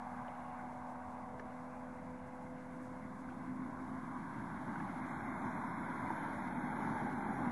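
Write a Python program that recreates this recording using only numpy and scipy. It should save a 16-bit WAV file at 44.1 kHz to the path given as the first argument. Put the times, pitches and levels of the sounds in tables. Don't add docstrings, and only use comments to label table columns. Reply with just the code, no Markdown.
import sys
import numpy as np
from scipy import signal
from scipy.fft import rfft, irfft, next_fast_len
from scipy.io import wavfile
from scipy.ndimage import uniform_filter1d

SR = 44100
rng = np.random.default_rng(int(sys.argv[2]) if len(sys.argv) > 2 else 0)


def boost(x):
    u = np.asarray(x, float) / 20
    return 10 ** u


def digitize_waveform(pressure):
    field = np.atleast_2d(pressure).T
    bounded = np.clip(field, -1, 1)
    quanta = np.round(bounded * 32767).astype(np.int16)
    wavfile.write(sys.argv[1], SR, quanta)


N = 331191

BANK_HOLD_S, BANK_FADE_DB_PER_S = 0.86, 9


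def in_time(rows):
    s, *columns = np.transpose(rows)
    return [np.interp(np.arange(N) / SR, s, c) for c in columns]


def humps(rows, width_s):
    s, *columns = np.transpose(rows)
    bells = np.exp(-((np.arange(N) / SR - s[:, None]) / width_s) ** 2 / 2)
    return [c @ bells for c in columns]


def rms_one(x):
    return x / np.sqrt(np.mean(x ** 2) + 1e-20)


def drift(rate):
    pole = np.exp(-80 * np.pi * rate / SR)
    noise = rng.standard_normal(N // 40 + 2002)
    slow = signal.lfilter([1], [1, -2 * pole, pole * pole], noise)[2000:]
    return np.interp(np.arange(N) / 40, np.arange(len(slow)), rms_one(slow))


def coloured(spectrum, patchy_db, rate, count):
    size = next_fast_len(N)
    log_hz = np.log(np.maximum(np.arange(size // 2 + 1) * SR / size, 1))
    hz, level_db = np.transpose(spectrum)
    at = np.log(hz)
    colour = boost(np.interp(log_hz, at, level_db, left=-200, right=-200))
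    noise = rfft(rng.standard_normal(size)) * colour
    place = (log_hz - at[0]) / (at[-1] - at[0]) * (count - 1)
    total = np.zeros(N)
    for k in range(count):
        share = np.clip(1 - abs(place - k), 0, 1)
        total += irfft(noise * share, size)[:N] * boost(patchy_db * drift(rate))
    return rms_one(total)


# t/s, nearness level/dB, open sight of the tyres level/dB; 0 dB = close, full view
CAR_APPROACH = [(0, -19, -9.5), (1.1, -19.5, -13.5), (2.4, -15.5, -13.5), (3.2, -11, -12), (3.7, -7, -11),
                (4.3, -8, -7.5), (4.9, -5.5, -5), (5.4, -4, -2), (5.8, -3, -2.5), (6.2, -3.5, 0),
                (6.5, -4, -2), (6.9, 0.5, 0), (7.2, -1, -2), (7.51, 1.5, -1.5)]


def approach():
    return in_time(CAR_APPROACH)


# f/Hz, level/dB (per Hz)
TAPE_COLOUR = [(2250, -15), (2800, -2.5), (3000, -3), (3400, -5), (4500, -1), (6500, 1), (9000, -0.5),
               (10300, -7.5), (11150, 3.5), (12500, 1)]


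def tape_hiss():
    return boost(-78) * coloured(TAPE_COLOUR, patchy_db=1.7, rate=11, count=2)


# t/s, centre f/Hz, level/dB
HIGH_PUFFS = [(5.8, 14700, -93), (6.015, 14750, -90), (6.148, 14750, -90), (6.177, 14100, -92),
              (6.225, 14750, -93), (6.638, 14750, -89), (6.78, 14300, -87), (6.79, 12750, -90),
              (6.874, 14750, -90), (7.08, 14100, -96), (7.1, 14750, -92), (7.354, 14750, -92),
              (7.45, 12750, -94)]


def high_puffs(width_hz=600, puff_s=0.01, lift_db=3):
    out, t = np.zeros(N + 4000), np.arange(-2000, 2000) / SR
    for s, hz, db in HIGH_PUFFS:
        edges = [hz - width_hz / 2, hz + width_hz / 2]
        band_pass = signal.butter(4, edges, "band", fs=SR, output="sos")
        band = rms_one(signal.sosfilt(band_pass, rng.standard_normal(4000)))
        bell = np.exp(-(t / puff_s) ** 2 / 2)
        middle = round(s * SR)
        out[middle - 2000:middle + 2000] += boost(db + lift_db) * bell * band
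    return out[:N]


# f/Hz, level/dB (per Hz)
BANK_TREBLE = [(2250, 2), (2400, 3), (2700, -0.5), (2900, -5), (3000, -20)]


def far_bank():
    level_db = -81 - 6 * np.maximum(np.arange(N) / SR - 2.6, 0)
    return boost(level_db) * coloured(BANK_TREBLE, patchy_db=4.0, rate=4.9, count=2)


# f/Hz, level/dB (per Hz)
WIND_COLOUR = [(15, -6.5), (40, -8), (90, -1.5), (200, 2.5), (350, -16), (450, -17)]


def wind(mid_db=-57.5, rise_db_per_s=0.37):
    level_db = mid_db + rise_db_per_s * (np.arange(N) - N / 2) / SR
    return boost(level_db) * coloured(WIND_COLOUR, patchy_db=1.8, rate=3, count=3)


# t/s, peak level/dB, low f/Hz, top f/Hz, t60/s
HAND_KNOCKS = [(.279, -63, 2300, 3800, 0.03), (.281, -49, 900, 2380, 0.018), (.62, -51, 300, 383, 0.24),
               (1.12, -52, 394, 476, 0.15), (1.3, -53, 408, 500, 0.37), (1.394, -48, 1200, 2270, 0.034),
               (1.43, -43.5, 70, 318, 0.16), (1.87, -54, 285, 365, .3), (2.19, -69, 2200, 2940, 0.074),
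               (3.294, -61, 1700, 2930, 0.091), (4.756, -51, 1320, 2300, .03),
               (4.8, -50, 1198, 2332, 0.031)]


def knocks():
    out, t = np.zeros(N + 12000), np.arange(12000) / SR
    for s, db, low_hz, top_hz, t60 in HAND_KNOCKS:
        band_pass = signal.butter(3, [low_hz, top_hz], "band", fs=SR, output="sos")
        band = rms_one(signal.sosfilt(band_pass, rng.standard_normal(12000)))
        envelope = boost(db - 60 * t / t60) * (1 - np.exp(-20 * t / t60))
        start = round(s * SR)
        out[start:start + 12000] += envelope * band
    return out[:N]


# t/s, peak level/dB, ring f/Hz, t60/s, snap top f/Hz
BODY_TICKS = [(.067, -35.5, 856, 0.039, 1500), (0.282, -39, 590, 0.048, 2930),
              (1.396, -33, 1720, 0.014, 2200), (1.397, -55, 5740, 0.013, 5770),
              (1.402, -29, 500, 0.007, 1500), (3.289, -34, 1470, 0.014, 1790),
              (4.757, -33, 1490, 0.022, 2000), (4.801, -33, 1680, 0.02, 2300), (4.97, -72, 2810, .04, 1200),
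              (5.05, -72, 2870, 0.034, 1200), (6.104, -27.5, 912, 0.022, 2000),
              (6.1045, -34, 327, 0.026, 1000)]


def camera_ticks(rise_s=0.001, snap_db=-49):
    out, t = np.zeros(N + 4000), np.arange(4000) / SR
    for s, db, hz, t60, top_hz in BODY_TICKS:
        dull = signal.butter(10, top_hz, fs=SR, output="sos")
        snap = boost(snap_db) * signal.sosfilt(dull, rng.standard_normal(4000))
        ring = boost(db) * np.sin(2 * np.pi * hz * t)
        envelope = boost(-60 * t / t60) * (1 - np.exp(-t / rise_s))
        start = round(s * SR)
        out[start:start + 4000] += envelope * (ring + snap)
    return out[:N]


# t/s, first cancelled f/Hz, strength (0-1)
SAND_ECHO = [(0, 470, 0.56), (2, 416, 0.4), (4.2, 466.8, 0.61), (5.5, 465, 0.5), (6.4, 441, 0.4),
             (7.51, 431.8, 0.35)]


def ground(x):
    notch_hz, strength = in_time(SAND_ECHO)
    late = np.interp(np.arange(N) - SR / notch_hz / 2, np.arange(N), x)
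    return x + np.clip(strength, 0, 1) * late


# t/s, centre f/Hz
HORN_CENTRE = [(0, 772), (.6, 801), (1, 1056), (1.5, 763), (2.5, 752), (3.5, 1050), (4.2, 1013),
               (4.8, 858.4), (5.35, 820.4), (5.7, 1013), (6.15, 937.6), (6.7, 866), (7.51, 836.4)]
# t/s, level/dB
HORN_SWINGS = [
    (2.55, -23),
    (7.1, 3.5),
]


def horn(width_hz=130):
    centre_hz, = in_time(HORN_CENTRE)
    share_db = -4.5 + 0.4 * approach()[0] + humps(HORN_SWINGS, 0.36)[0]
    low = signal.butter(2, width_hz / 2, fs=SR, output="sos")
    a, b = signal.sosfilt(low, rng.standard_normal((2, N)))
    turn = 2 * np.pi * np.cumsum(centre_hz) / SR
    return boost(share_db) * rms_one(a * np.cos(turn) + b * np.sin(turn))


# f/Hz, level/dB (per Hz)
RUMBLE_COLOUR = [(25, -34), (50, -37), (100, -12), (170, -5), (240, 1), (320, -2), (420, -11.5), (520, -23)]
ROAR_COLOUR = [(380, -16), (470, -9), (540, -7), (600, -6.5), (820, -6.5), (1100, -4.5), (1280, -7),
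               (1450, -29)]
TREAD_COLOUR = [(1150, -38), (1330, 0), (1560, 3.5), (1730, -2.5), (1850, -8), (2050, -2.5), (2250, -8),
                (2520, -24.5), (2800, -61)]
AIR_COLOUR = [(2500, 2.5), (3000, -1), (3500, 2.5), (4200, -3), (4800, -8), (5200, -7), (6900, -6),
              (7900, -14.5), (8700, -7.5), (9450, -10.5), (9600, -9.5), (10050, -2.5), (11150, 0.5),
              (12500, -4)]
# t/s, rumble level/dB, roar level/dB
ROAD_BUMPS = [(.21, 4, 1.5), (.92, 2, 4.5), (3.49, 3, -3), (4.16, 2, 4), (4.39, 5, 0), (4.7, 4.5, 2.5),
              (4.83, 2.5, 2), (5.46, 3.5, -0.5), (5.63, 1.5, 2.5), (6.04, 3.5, 1.5), (7.04, 4, 0.5),
              (7.43, 0.5, 1.5)]


def road():
    near_db, sight_db = approach()
    jolt_db, slap_db = humps(ROAD_BUMPS, 0.021)
    bank_db, = humps([(BANK_HOLD_S, 6.5)], 1)
    roar_db = -46.5 + 0.31 * near_db + 0.55 * sight_db + bank_db + slap_db
    rumble = boost(-42 + near_db + jolt_db) * coloured(RUMBLE_COLOUR, patchy_db=0.0, rate=4.3, count=6)
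    roar = boost(roar_db) * (coloured(ROAR_COLOUR, patchy_db=1.22, rate=6.0, count=5) + horn())
    tread = boost(-49 + sight_db) * coloured(TREAD_COLOUR, patchy_db=1.43, rate=16.6, count=4)
    air = boost(-66 + sight_db) * coloured(AIR_COLOUR, patchy_db=0.25, rate=12, count=5)
    return ground(rumble + roar) + tread + air


# t/s, f/Hz
FIRING_RATE = [(0, 245.8), (.9, 248.5), (1.9, 251.2), (3.1, 254.4), (3.7, 256.1), (5.3, 256), (5.9, 254.5),
               (6.7, 250), (7.1, 246.5), (7.51, 241)]
# t/s, level/dB
PIPE_SWELLS = [
    (2.6, 0.5),
    (3.6, 4.5),
    (4.0, 1.5),
    (4.4, -3),
    (4.8, -2),
    (5.3, -2.5),
    (5.9, -10),
    (6.7, 6),
    (7.1, -3),
    (7.51, 9.5),
]
# multiple of engine cycle, level/dB by the bank, on the bridge, on open road
UNEVEN_LINES = [(2, -68, -67, -68), (4, -68, -64, -61), (5, -69, -65, -63), (14, -66, -64, -74),
                (15, -70, -64, -80), (16, -68, -64, -70), (24, -78, -71, -66), (30, -78, -75, -79),
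                (20, -58, -66, -74), (22, -75, -77, -78), (23, -63, -66, -72), (26, -72, -79, -80)]
STAGE_TIMES = [.3, 1.8, 3.6]


def engine():
    t = np.arange(N) / SR
    screen_db = -30 * np.maximum(t - 3.9, 0)
    cycle = 2 * np.pi * np.cumsum(in_time(FIRING_RATE)[0]) / SR / 6
    cycle += 0.011 * drift(1.5)
    firing_db = -52.5 + humps(PIPE_SWELLS, 0.11)[0]
    bridge_s = 2.7
    octave_db = -54.5 - np.maximum(7 * (bridge_s - t), 16 * (t - bridge_s))
    octave_db = np.clip(octave_db, -68, -58.5)
    twelfth_db = np.clip(-55 - BANK_FADE_DB_PER_S * (t - BANK_HOLD_S), -74, -55)
    flutter_db = np.interp(t, [3.2, 4.3], [0.75, 3.7])
    lines = []
    for k, db in [(6, firing_db), (12, octave_db + screen_db), (18, twelfth_db + screen_db)]:
        lines.append((k, db + flutter_db * drift(12.0)))
    for k, *stage_db in UNEVEN_LINES:
        db = np.interp(t, STAGE_TIMES, stage_db) + screen_db * (k > 6)
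        lines.append((k, db + 1.5 * drift(2.5)))
    tone = np.zeros(N)
    for k, db in lines:
        tone += boost(db) * np.sin(round(k) * cycle + 2 * np.pi * rng.random())
    return np.sqrt(2) * tone


def scene():
    return (far_bank() + wind() + knocks() + camera_ticks() + road() + engine())[None]


# f/Hz, level/dB
THRESHOLD_COLOUR = [(2350, 12.5), (2700, 11.5), (3050, 8.5), (3300, 9), (5000, 2), (6500, 3), (8000, -1.5),
                    (9100, 1.5), (9450, -8), (9600, 3), (9850, 2), (10300, 6), (11150, 7), (12500, -1)]
# f/Hz, level/dB
TOP_EDGE = [(11190, 0), (11220, -10), (11990, -12), (12030, -19), (12400, -19), (12420, -60)]
# t/s, level/dB
THRESHOLD_DIPS = [
    (4.97, -5),
    (5.06, -6),
    (6.34, -1),
    (6.47, -4),
    (7.12, -3.5),
]


def thinned_treble(x, depth_db=-28):
    hz, s, cells = signal.stft(x, SR, nperseg=2048)
    power = uniform_filter1d(abs(cells) ** 2, size=3, axis=0)
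    power = uniform_filter1d(power, size=6, axis=1)
    near_db, sight_db = approach()
    step_db = -103.8 + 0.71 * sight_db + humps(THRESHOLD_DIPS, 0.009)[0]
    step_db = np.interp(s * SR, np.arange(N), step_db) + 4.2 * (s > 5.0)
    step_db = step_db + np.interp(hz, *np.transpose(THRESHOLD_COLOUR), left=-99)[:, None]
    step_db = step_db + 0.58 * np.outer(hz < 2500, np.interp(s * SR, np.arange(N), near_db))
    margin_db = 10 * np.log10(power + 1e-20) - step_db
    kept = 1 / (1 + np.exp(np.clip(-margin_db / 0.3, -50, 50)))
    kept = np.maximum(kept, boost(depth_db))
    top = boost(np.interp(hz, *np.transpose(TOP_EDGE)))[:, None]
    return signal.istft(cells * kept * top, SR, nperseg=2048)[1][:N]


def low_pass(x):
    return signal.sosfilt(signal.butter(12, 15100, fs=SR, output="sos"), x)


def record(dry):
    taped = thinned_treble(dry[0] + tape_hiss())
    mix = (taped + high_puffs())[None] + 0.001
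    return low_pass(mix)


dry = scene()
out = record(dry)
digitize_waveform(out)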